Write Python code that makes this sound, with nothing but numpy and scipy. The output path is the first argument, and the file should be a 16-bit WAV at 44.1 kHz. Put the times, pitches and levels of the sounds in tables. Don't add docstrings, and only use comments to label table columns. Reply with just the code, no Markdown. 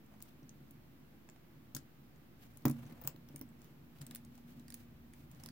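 import sys
import numpy as np
from scipy import signal
from scipy.fft import rfft, irfft, next_fast_len
from scipy.io import wavfile
from scipy.ndimage import map_coordinates

SR = 44100
rng = np.random.default_rng(int(sys.argv[2]) if len(sys.argv) > 2 else 0)


def magnitude_from_level(level_db):
    exponent = np.asarray(level_db, float) / 20
    return 10 ** exponent


def digitize_waveform(pressure):
    field = np.atleast_2d(pressure).T
    bounded = np.clip(field, -1, 1)
    quanta = np.round(bounded * 32767).astype(np.int16)
    wavfile.write(sys.argv[1], SR, quanta)


N = 242991
HISS_TOP_HZ = 15880


def unit(x):
    return x / np.sqrt(np.mean(x ** 2) + 1e-20)


def along(points, hz):
    f, v = np.transpose(points)
    return np.interp(np.log(hz + 1), np.log(f + 1), v)


def curve(points):
    s, v = np.transpose(points)
    return np.interp(np.arange(N) / SR, s, v)


def wobble(rate):
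    knots = rng.standard_normal(int(N * rate / SR) + 4)
    return map_coordinates(knots, [np.arange(N) * rate / SR])


def filtered(x, response):
    m = next_fast_len(x.shape[-1] + 2048)
    shaped = rfft(x, m) * response(np.fft.rfftfreq(m, 1 / SR))
    return irfft(shaped, m)[..., :x.shape[-1]]


def resonance(centre_hz, width_hz):
    return lambda f: 1j * f * width_hz / (centre_hz ** 2 - f * f + 1j * f * width_hz)


def rush(gain, alike):
    turn = lambda hz: np.arccos(np.clip(along(alike, hz), -1, 1)) / 2
    noise = rng.standard_normal((2, N))
    mid, side = filtered(noise, lambda hz: gain(hz) * [np.cos(turn(hz)), np.sin(turn(hz))])
    return unit(np.array([mid + side, mid - side]))


def add(track, s, sound, pan_db):
    start = round(s * SR)
    track[:, start:][:, :sound.shape[1]] += sound * magnitude_from_level([[pan_db / 2], [-pan_db / 2]])


def burst(t60, colour, rise, alike):
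    t = np.arange(SR // 20) / SR
    sizes_db = 3.5 * np.repeat(rng.standard_normal(len(t) // 21), 21)
    lumps = magnitude_from_level(sizes_db * (t > .001)) * (1 + 1.3 * magnitude_from_level(-60 * t / 0.0053))
    envelope = lumps * magnitude_from_level(-60 * t / t60) * np.minimum(t / rise, 1)
    a, b = filtered(rng.standard_normal((2, len(t))) * envelope, colour)
    turn = np.arccos(np.clip(alike, -1, 1)) / 2
    x = np.cos(turn) * a + np.sin(turn) * b * [[1], [-1]]
    return x * np.sqrt(t60 * SR / 40 / np.sum(x ** 2, 1, keepdims=True))


# pitch in Hz, width in Hz, level in dB.
LINK_MODES = [(4600, 56, -26), (6500, 57, 0), (8000, 250, -10.5), (9400, 1200, -21), (10900, 490, -19)]
# start in seconds, peak in dB, link pitch in Hz, sparkle in dB.
LOWERING = [(.0618, -61.5, 7360, -9), (.203, -57, 6600, -3), (.2171, -52, 5570, -4),
            (.2231, -40, 9000, 2.5), (.2764, -68, 3890, -7), (.3067, -62, 3670, -16),
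            (.4294, -62.5, 5730, -15), (.4919, -45, 6200, -41), (.6636, -69, 4130, -9),
            (.7082, -48, 11000, -1), (1.2885, -53.5, 6800, -20), (1.2977, -50, 7200, -23),
            (2.1594, -64, 6690, -11)]
LANDING = [(1.7479, -34.5, 6540, -1), (1.7545, -54, 8000, 4), (1.7705, -52, 5200, -8),
           (1.776, -55, 5600, -8), (1.7818, -54, 6800, -17), (1.7868, -56, 6900, -15),
           (1.7628, -40.5, 11500, -4), (1.7652, -41, 5100, -3), (1.7657, -42, 6850, -3),
           (2.6528, -41, 4730, 7), (2.653, -37, 6840, 11), (2.6594, -55, 4840, 15), (2.677, -50, 12500, 3),
           (2.6808, -41.5, 6500, 3), (2.6964, -40, 11200, -6), (2.7099, -41.5, 10850, -8),
           (2.7101, -49.5, 6460, -10), (2.6535, -36, 12500, -8)]
LIFTING = [(2.536, -65, 8950, 0), (2.5711, -45, 10200, -1), (2.6204, -61, 4510, 2),
           (2.8534, -60, 4300, -12), (2.8638, -56, 6240, -14), (2.9088, -62, 4310, -7),
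           (2.9223, -59.5, 4450, 10), (3.0132, -58, 10900, 17), (3.0178, -63, 6000, 14),
           (3.0375, -56, 4140, 15), (3.047, -54, 6500, 3), (3.051, -47, 12400, -3), (3.0655, -58, 8500, 13),
           (3.0685, -60, 6000, 13), (3.0738, -41, 5600, 1), (3.0745, -43, 7600, 13), (3.0815, -47, 7500, 6),
           (3.0865, -58, 7900, 8), (3.0915, -57, 7650, 6)]
CARRYING = [(3.1605, -54, 4150, 2), (3.2871, -52, 5750, 0), (3.3595, -37, 8900, -3),
            (3.3602, -49, 6200, -5), (3.3792, -55, 9000, 3), (3.4225, -56, 5600, 6), (3.392, -50, 11200, 3),
            (3.4119, -45, 5600, 11), (3.4122, -46, 8900, 8), (3.489, -57, 8000, -19),
            (3.5907, -66, 6350, -8), (3.6168, -52, 6370, -4), (3.6436, -58, 5960, 4)]
SETTLING = [(3.9853, -57, 4050, -10), (4.0112, -49, 5300, -16), (4.015, -42.5, 7650, -8),
            (4.0227, -52, 10300, -15), (4.0652, -43, 8200, -6), (4.1096, -43, 3850, -10),
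            (4.1102, -50, 7800, -4), (4.1478, -46.5, 4300, 3), (4.148, -42, 8200, 6),
            (4.1571, -38, 9400, -14), (4.165, -51, 6170, -3), (4.248, -51.5, 8700, -21),
            (4.3524, -59, 6670, 1), (4.377, -57, 6500, -20), (4.5955, -55, 3900, -18)]
NUDGING = [(4.6805, -49.5, 8800, -14), (4.702, -42, 9800, -17), (4.7025, -48, 4930, -5),
           (4.6808, -52, 4700, -10), (4.722, -50, 9700, -5), (4.7218, -49, 4600, -10),
           (4.7407, -38, 10500, -11), (4.7408, -45, 5200, 8), (4.748, -54, 9500, 2),
           (5.1347, -51.5, 10300, -23), (5.3136, -52, 7050, -2), (5.3472, -60, 5900, -17),
           (5.398, -54, 4550, -22), (5.406, -60, 10500, -10), (5.4356, -46, 10300, -10),
           (5.4354, -45.5, 5450, -21), (5.4375, -53, 8500, -2), (5.459, -41.5, 10400, -21),
           (5.4598, -42, 5400, -8), (5.4872, -44.5, 4600, -26), (5.488, -50, 8450, -9)]
# contacts, time to die by 60 dB in seconds,
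# left over right in dB, wide crack in dB, lower sparkle in dB.
GESTURES = [
    (LOWERING, 0.0091, 2.7, -28, -2),
    (LANDING, 0.019, 6, -10, -5),
    (LIFTING, 0.01, 4.4, -18, -24),
    (CARRYING, 0.0072, 1.2, -18, -14),
    (SETTLING, 0.013, 1.5, -7, -10),
    (NUDGING, 0.011, -3.5, -16, -15),
]


def links():
    track = np.zeros((2, N + SR))
    rise_s = .00015
    for contacts, t60, pan_db, crack_db, shimmer_db in GESTURES:
        crack = lambda f: magnitude_from_level(crack_db) * resonance(6500, 14000)(f) ** 2

        def sparkle(f):
            high = magnitude_from_level(-6) * resonance(15300, 2600)(f) ** 2
            edge = resonance(14900, 500)(f) - magnitude_from_level(2) * resonance(15680, 450)(f)
            return high + edge + magnitude_from_level(shimmer_db) * resonance(12800, 2000)(f) ** 2

        for s, db, hz, sparkle_db in contacts:
            away = abs(np.log2(np.transpose(LINK_MODES)[0] / hz))
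            shares = magnitude_from_level(rng.normal(0, 3, len(LINK_MODES)) - 6 * away)

            def body(f):
                ring = resonance(hz, .1 * hz)(f) + magnitude_from_level(-15) * resonance(hz, 1.1 * hz)(f) ** 2
                for k, (share, (mode_hz, width_hz, level)) in enumerate(zip(shares, LINK_MODES)):
                    ring = ring + (-1) ** k * share * magnitude_from_level(level) * resonance(mode_hz, width_hz)(f)
                return ring + crack(f)

            tick = burst(t60, body, rise_s, alike=-0.036)
            tick = tick + magnitude_from_level(sparkle_db) * burst(t60, sparkle, rise_s, alike=-0.031)
            add(track, s + 0.0011, magnitude_from_level(db + 1.5) * tick, pan_db)
    return track[:, :N]


# start in seconds, peak in dB, left over right in dB, right port's delay in seconds.
SNAP = (3.0748, -20, 3, .00014)
# pitch in Hz, width in Hz, level in dB.
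CLASP = [(1080, 120, -10), (2750, 350, -15), (5400, 300, -17), (6300, 500, -18), (7650, 600, -8),
         (10000, 900, -17), (12300, 1200, -15), (13500, 300, -16), (14900, 450, 0), (15650, 300, 0),
         (16300, 800, -5)]


def clasp():
    track = np.zeros((2, N + SR))
    s, db, pan_db, later_s = SNAP
    delay_s = np.array([[0], [later_s]])

    def ring(f):
        modes = sum((-1) ** k * magnitude_from_level(level) * resonance(hz, width_hz)(f)
                    for k, (hz, width_hz, level) in enumerate(CLASP))
        return modes * np.exp(-2j * np.pi * f * delay_s)

    snap = filtered(np.eye(1, SR // 20), ring)
    add(track, s, magnitude_from_level(db) * snap / abs(snap).max(), pan_db)
    return track[:, :N]


# start in seconds, peak in dB, pitch in Hz, left over right in dB.
TAPS = [(0.137, -56.5, 826, -1), (.203, -56, 1050, -1), (1.287, -51.5, 770, 3), (1.288, -55.5, 2030, -6),
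        (1.359, -57, 764, -8), (1.748, -52, 900, -1), (1.763, -45, 1520, -3), (2.653, -28.5, 950, 4),
        (2.657, -38, 850, 2), (2.661, -37.5, 700, 2), (2.674, -45, 1070, 5), (2.699, -44, 580, 4),
        (2.68, -44, 1160, -7), (2.697, -48.5, 1090, 0), (2.908, -58, 2000, -4), (2.925, -58, 1090, 10),
        (3.051, -52, 762, 0), (3.073, -41, 1050, 0), (3.16, -59, 837, 0), (3.359, -56, 2320, -4),
        (3.411, -51, 780, -4), (4.013, -54, 1500, 2), (4.11, -53, 1800, 2), (4.157, -51.5, 1610, 0),
        (4.377, -57, 754, 8), (4.68, -58, 2000, -3), (4.74, -56, 2100, -4), (4.147, -56, 2800, 2),
        (4.022, -57, 1500, 0), (5.459, -55, 1100, -3), (4.702, -57, 1800, -.5), (4.722, -57.5, 1630, 1),
        (5.134, -56.5, 2000, 5), (5.436, -52.5, 1010, 0), (5.485, -53, 1470, 0)]


def cases():
    track, blow = np.zeros((2, N + SR)), np.eye(1, SR // 20)
    for s, db, hz, pan_db in TAPS:
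        hard_db = max(db + 36.5, 0)
        t60 = 0.031 * np.exp(-0.088 * hard_db)
        body = lambda f: resonance(hz, .25 * hz)(f) + magnitude_from_level(-22) * resonance(1600, 2000)(f) ** 2
        clatter = burst(t60, body, 0.0014, alike=0.23)
        add(track, s + 0.00108, magnitude_from_level(db - 0.48 * hard_db) * clatter, pan_db)
        if hard_db > 0:
            upper = lambda f: resonance(2650, 700)(f) + resonance(4850, 500)(f)
            knock = filtered(blow, lambda f: resonance(hz, .9 * hz)(f) ** 2 + magnitude_from_level(-15) * upper(f))
            add(track, s + .0006, -magnitude_from_level(db + 2.5) * knock / abs(knock).max(), pan_db)
    return track[:, :N]


# start in seconds, peak in dB, boost of the upper modes in dB.
THUDS = [(0.424, -44, 2), (0.601, -61, 15), (1.283, -48, -1), (1.557, -46.5, -2), (1.747, -37, -1),
         (1.763, -39, 2), (2.186, -52, 0), (2.653, -18, 5.5), (2.6606, -28.5, 6), (2.67, -26, 7),
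         (2.697, -24, 0.5), (2.853, -41, -9), (2.918, -43, 3.5), (3.048, -36.5, -2), (3.072, -34.5, -9.5),
         (3.146, -44.5, 4.5), (3.3, -41, -1), (3.343, -40.5, 3), (3.411, -46, 13.5), (4.01, -37, -15),
         (4.096, -39, -4.5), (4.547, -51.5, 8.5), (4.831, -54, -6)]
# pitch in Hz, level in dB, time to die by 60 dB in seconds,
# left over right in dB.
BOARD = [(74.3, -30, 0.59, 7), (143, 2.5, 0.19, 1.5), (235, -15.5, 0.54, -4), (258.5, -0.5, 0.13, 0.5),
         (299, -5.5, 0.12, -5), (343, -16, 0.082, 3), (389, -26, 0.17, 3), (450, -16, 0.07, 10),
         (567, -14, 0.071, 7), (824, -43, 0.12, 19), (1090, -29, 0.12, 4), (690, -20, 0.04, 4)]


def table():
    track, t = np.zeros((2, N + SR)), np.arange(SR // 2) / SR
    side = np.array([[.5], [-.5]])
    port_t = t + side * 0.000091
    for s, db, upper_db in THUDS:
        ring = 0
        for hz, level, t60, pan_db in BOARD:
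            mode_db = level + upper_db * (hz > 200) + side * pan_db - 60 * t / t60
            ring = ring + magnitude_from_level(mode_db) * np.sin(2 * np.pi * hz * port_t)
        soft_start = 1 - np.exp(-t / 0.0012)
        add(track, s, -magnitude_from_level(db - 10) * ring * soft_start, -.5)
    return track[:, :N]


# middle in seconds, half length in seconds, level in dB,
# smoothness in dB (below 0 is cork, above is steel).
STROKES = [(.14, 0.057, -84.5, -10.5), (.267, 0.077, -76, 3), (2.435, 0.049, -71.5, 3.5),
           (2.574, 0.12, -80, 3.5), (2.798, 0.14, -71, -3), (2.982, 0.12, -76.5, -8.5),
           (3.078, 0.067, -78, -13.5), (3.333, 0.084, -76.5, -3), (3.64, 0.11, -78, 1), (4, 0.11, -75, 1),
           (4.143, 0.084, -75, 0), (4.368, 0.073, -77, 3), (4.502, 0.046, -75, 4), (4.595, 0.082, -78.5, 2),
           (4.8, 0.07, -75, 6.5), (5.193, 0.077, -81, 8.5), (5.358, 0.07, -75.5, 0), (5.45, 0.067, -73, -1)]
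# frequency in Hz, level in dB.
SCUFF = [(250, -20), (500, 6.5), (1000, -0.5), (2000, -10), (4000, -20)]
RUSTLE = [(500, -40), (1200, 4), (3000, 3), (7000, -18), (10000, -16), (16000, -22)]
SWISH = [(5000, -2), (10000, -5.5), (12000, -1.5), (15500, 3)]


def fingers():
    t, out = np.arange(N) / SR, 0
    # colour, likeness of the sides, level in dB, share of the smoothness
    for colour, alike, over_db, lean in [(SCUFF, .5, 0, -1), (RUSTLE, -.1, -2, 0), (SWISH, -.1, 0, 1)]:
        swell = 0
        for s, half, db, smooth_db in STROKES:
            bump = np.clip(1 - ((t - s) / half) ** 2, 0, 1)
            swell = swell + magnitude_from_level(db + over_db + lean * smooth_db) * bump
        out = out + swell * rush(lambda f: magnitude_from_level(along(colour, f)) * (f < HISS_TOP_HZ), [(1000, alike)])
    return magnitude_from_level(2.5 * wobble(90)) * out


# frequency in Hz, time to die by 60 dB in seconds.
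WALLS = [(300, 0.13), (2000, 0.22), (8000, 0.11), (16000, 0.087)]


def walls(x):
    hz, t, z = signal.stft(rng.standard_normal((2, SR // 3)), SR, nperseg=256)
    fading = z * magnitude_from_level(-60 * t / along(WALLS, hz)[:, None])
    tail = signal.istft(fading, SR, nperseg=256)[1]
    tail = tail / np.linalg.norm(tail[0])
    late = np.pad(x, ((0, 0), (180, 0)))
    answer = signal.fftconvolve(late, tail, axes=1)[:, :N]
    return filtered(answer, lambda f: f < HISS_TOP_HZ)


# time in seconds, pressure in dB.
PRESSURE = [(0.0, -67), (0.57, -61), (0.98, -63.5), (1.56, -68), (1.78, -63), (2.24, -64.5), (2.64, -59),
            (2.81, -52.5), (2.89, -53.5), (3.11, -59.5), (3.83, -61), (4.17, -59.5), (4.57, -59.5),
            (5.12, -62), (5.51, -57.5)]
# time in seconds, level in dB.
SWAY = [(0, -78), (3.2, -76), (3.4, -64), (3.55, -80), (4.3, -78), (4.8, -65), (5.51, -62)]
# time in seconds, level in dB.
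DRONE = [(0, -76), (3.95, -68), (4.15, -59), (4.95, -58.5), (5.5, -71)]
# pitch in Hz, level in dB.
MAINS = [(120, -74), (213, -72.5)]


def hum():
    pressure_db = curve(PRESSURE)
    mean_db = pressure_db.mean()
    swing_db = pressure_db - mean_db
    mode = lambda hz, width_hz: rush(lambda f: abs(resonance(hz, width_hz)(f)) ** 2, [(100, 0.98)])
    rumble = magnitude_from_level(-8 + 1.04 * swing_db) * mode(65, 45)
    low = magnitude_from_level(-4 + 1.3 * swing_db + 2.35 * wobble(13)) * mode(138.5, 50)
    high = magnitude_from_level(-8.5 + 1.1 * swing_db + 2.8 * wobble(11)) * mode(250.7, 55.4)
    sway = magnitude_from_level(curve(SWAY)) * mode(70, 50)
    drone_hz = 237 + 0.71 * wobble(5.4)
    drone = magnitude_from_level(curve(DRONE) + 0.55 * wobble(9)) * np.sin(2 * np.pi * np.cumsum(drone_hz) / SR)
    appliances = sum(magnitude_from_level(db) * mode(hz, 3.2) for hz, db in MAINS)
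    return magnitude_from_level(mean_db) * (rumble + low + high) + sway + drone + appliances


# frequency in Hz, level in dB per Hz.
ROOM_TONE = [(18, -44), (30, -3), (65, -0.5), (96, -12), (134, -4), (163, -3), (185, -10), (205, -9.5),
             (337, -7.5), (383, -16), (539, -19), (900, -21.5), (1170, -56), (1980, -120)]
HISS = [(530, -30), (900, -1), (1050, -1), (1580, -3.5), (1990, -4.5), (3420, -9.5), (9260, -20),
        (12100, -13), (15200, -9), (15900, -10.5)]
# frequency in Hz, likeness from -1 to 1.
ALIKE = [(60, 0.68), (150, 0.89), (380, 0.54), (950, -0.024), (2380, -0.0037), (5980, -0.22),
         (15000, 0.053)]
# frequency in Hz, left over right in dB.
LEAN = [(60, 2), (240, -4), (950, -1), (3770, -1), (15000, 1)]


def room_tone():
    air = magnitude_from_level(-62.5) * rush(lambda f: magnitude_from_level(along(ROOM_TONE, f)) * (f < 900), ALIKE)
    hiss_colour = lambda f: magnitude_from_level(along(HISS, f)) * (f >= 900) * (f < HISS_TOP_HZ)
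    hiss = magnitude_from_level(-71.5) * rush(hiss_colour, ALIKE)
    return filtered(air + hiss, lambda f: magnitude_from_level(along(LEAN, f) * [[.5], [-.5]]))


def scene():
    steel = links() + cases() + clasp()
    return steel + magnitude_from_level(-12) * walls(steel) + table() + hum() + fingers() + room_tone()


def roll_off(x):
    return signal.sosfilt(signal.butter(12, 17150, fs=SR, output="sos"), x)


def record(dry):
    bass_cut = lambda f: (1j * f / (40 + 1j * f)) ** 3
    top_db = [(15800, 1), (16600, -3), (16900, -25), (17050, -40)]
    top = lambda f: magnitude_from_level(along(top_db, f)) * (f < 17050)
    mix = filtered(dry, lambda f: bass_cut(f) * top(f)) - .0005
    return roll_off(mix)


dry = scene()
out = record(dry)
digitize_waveform(out)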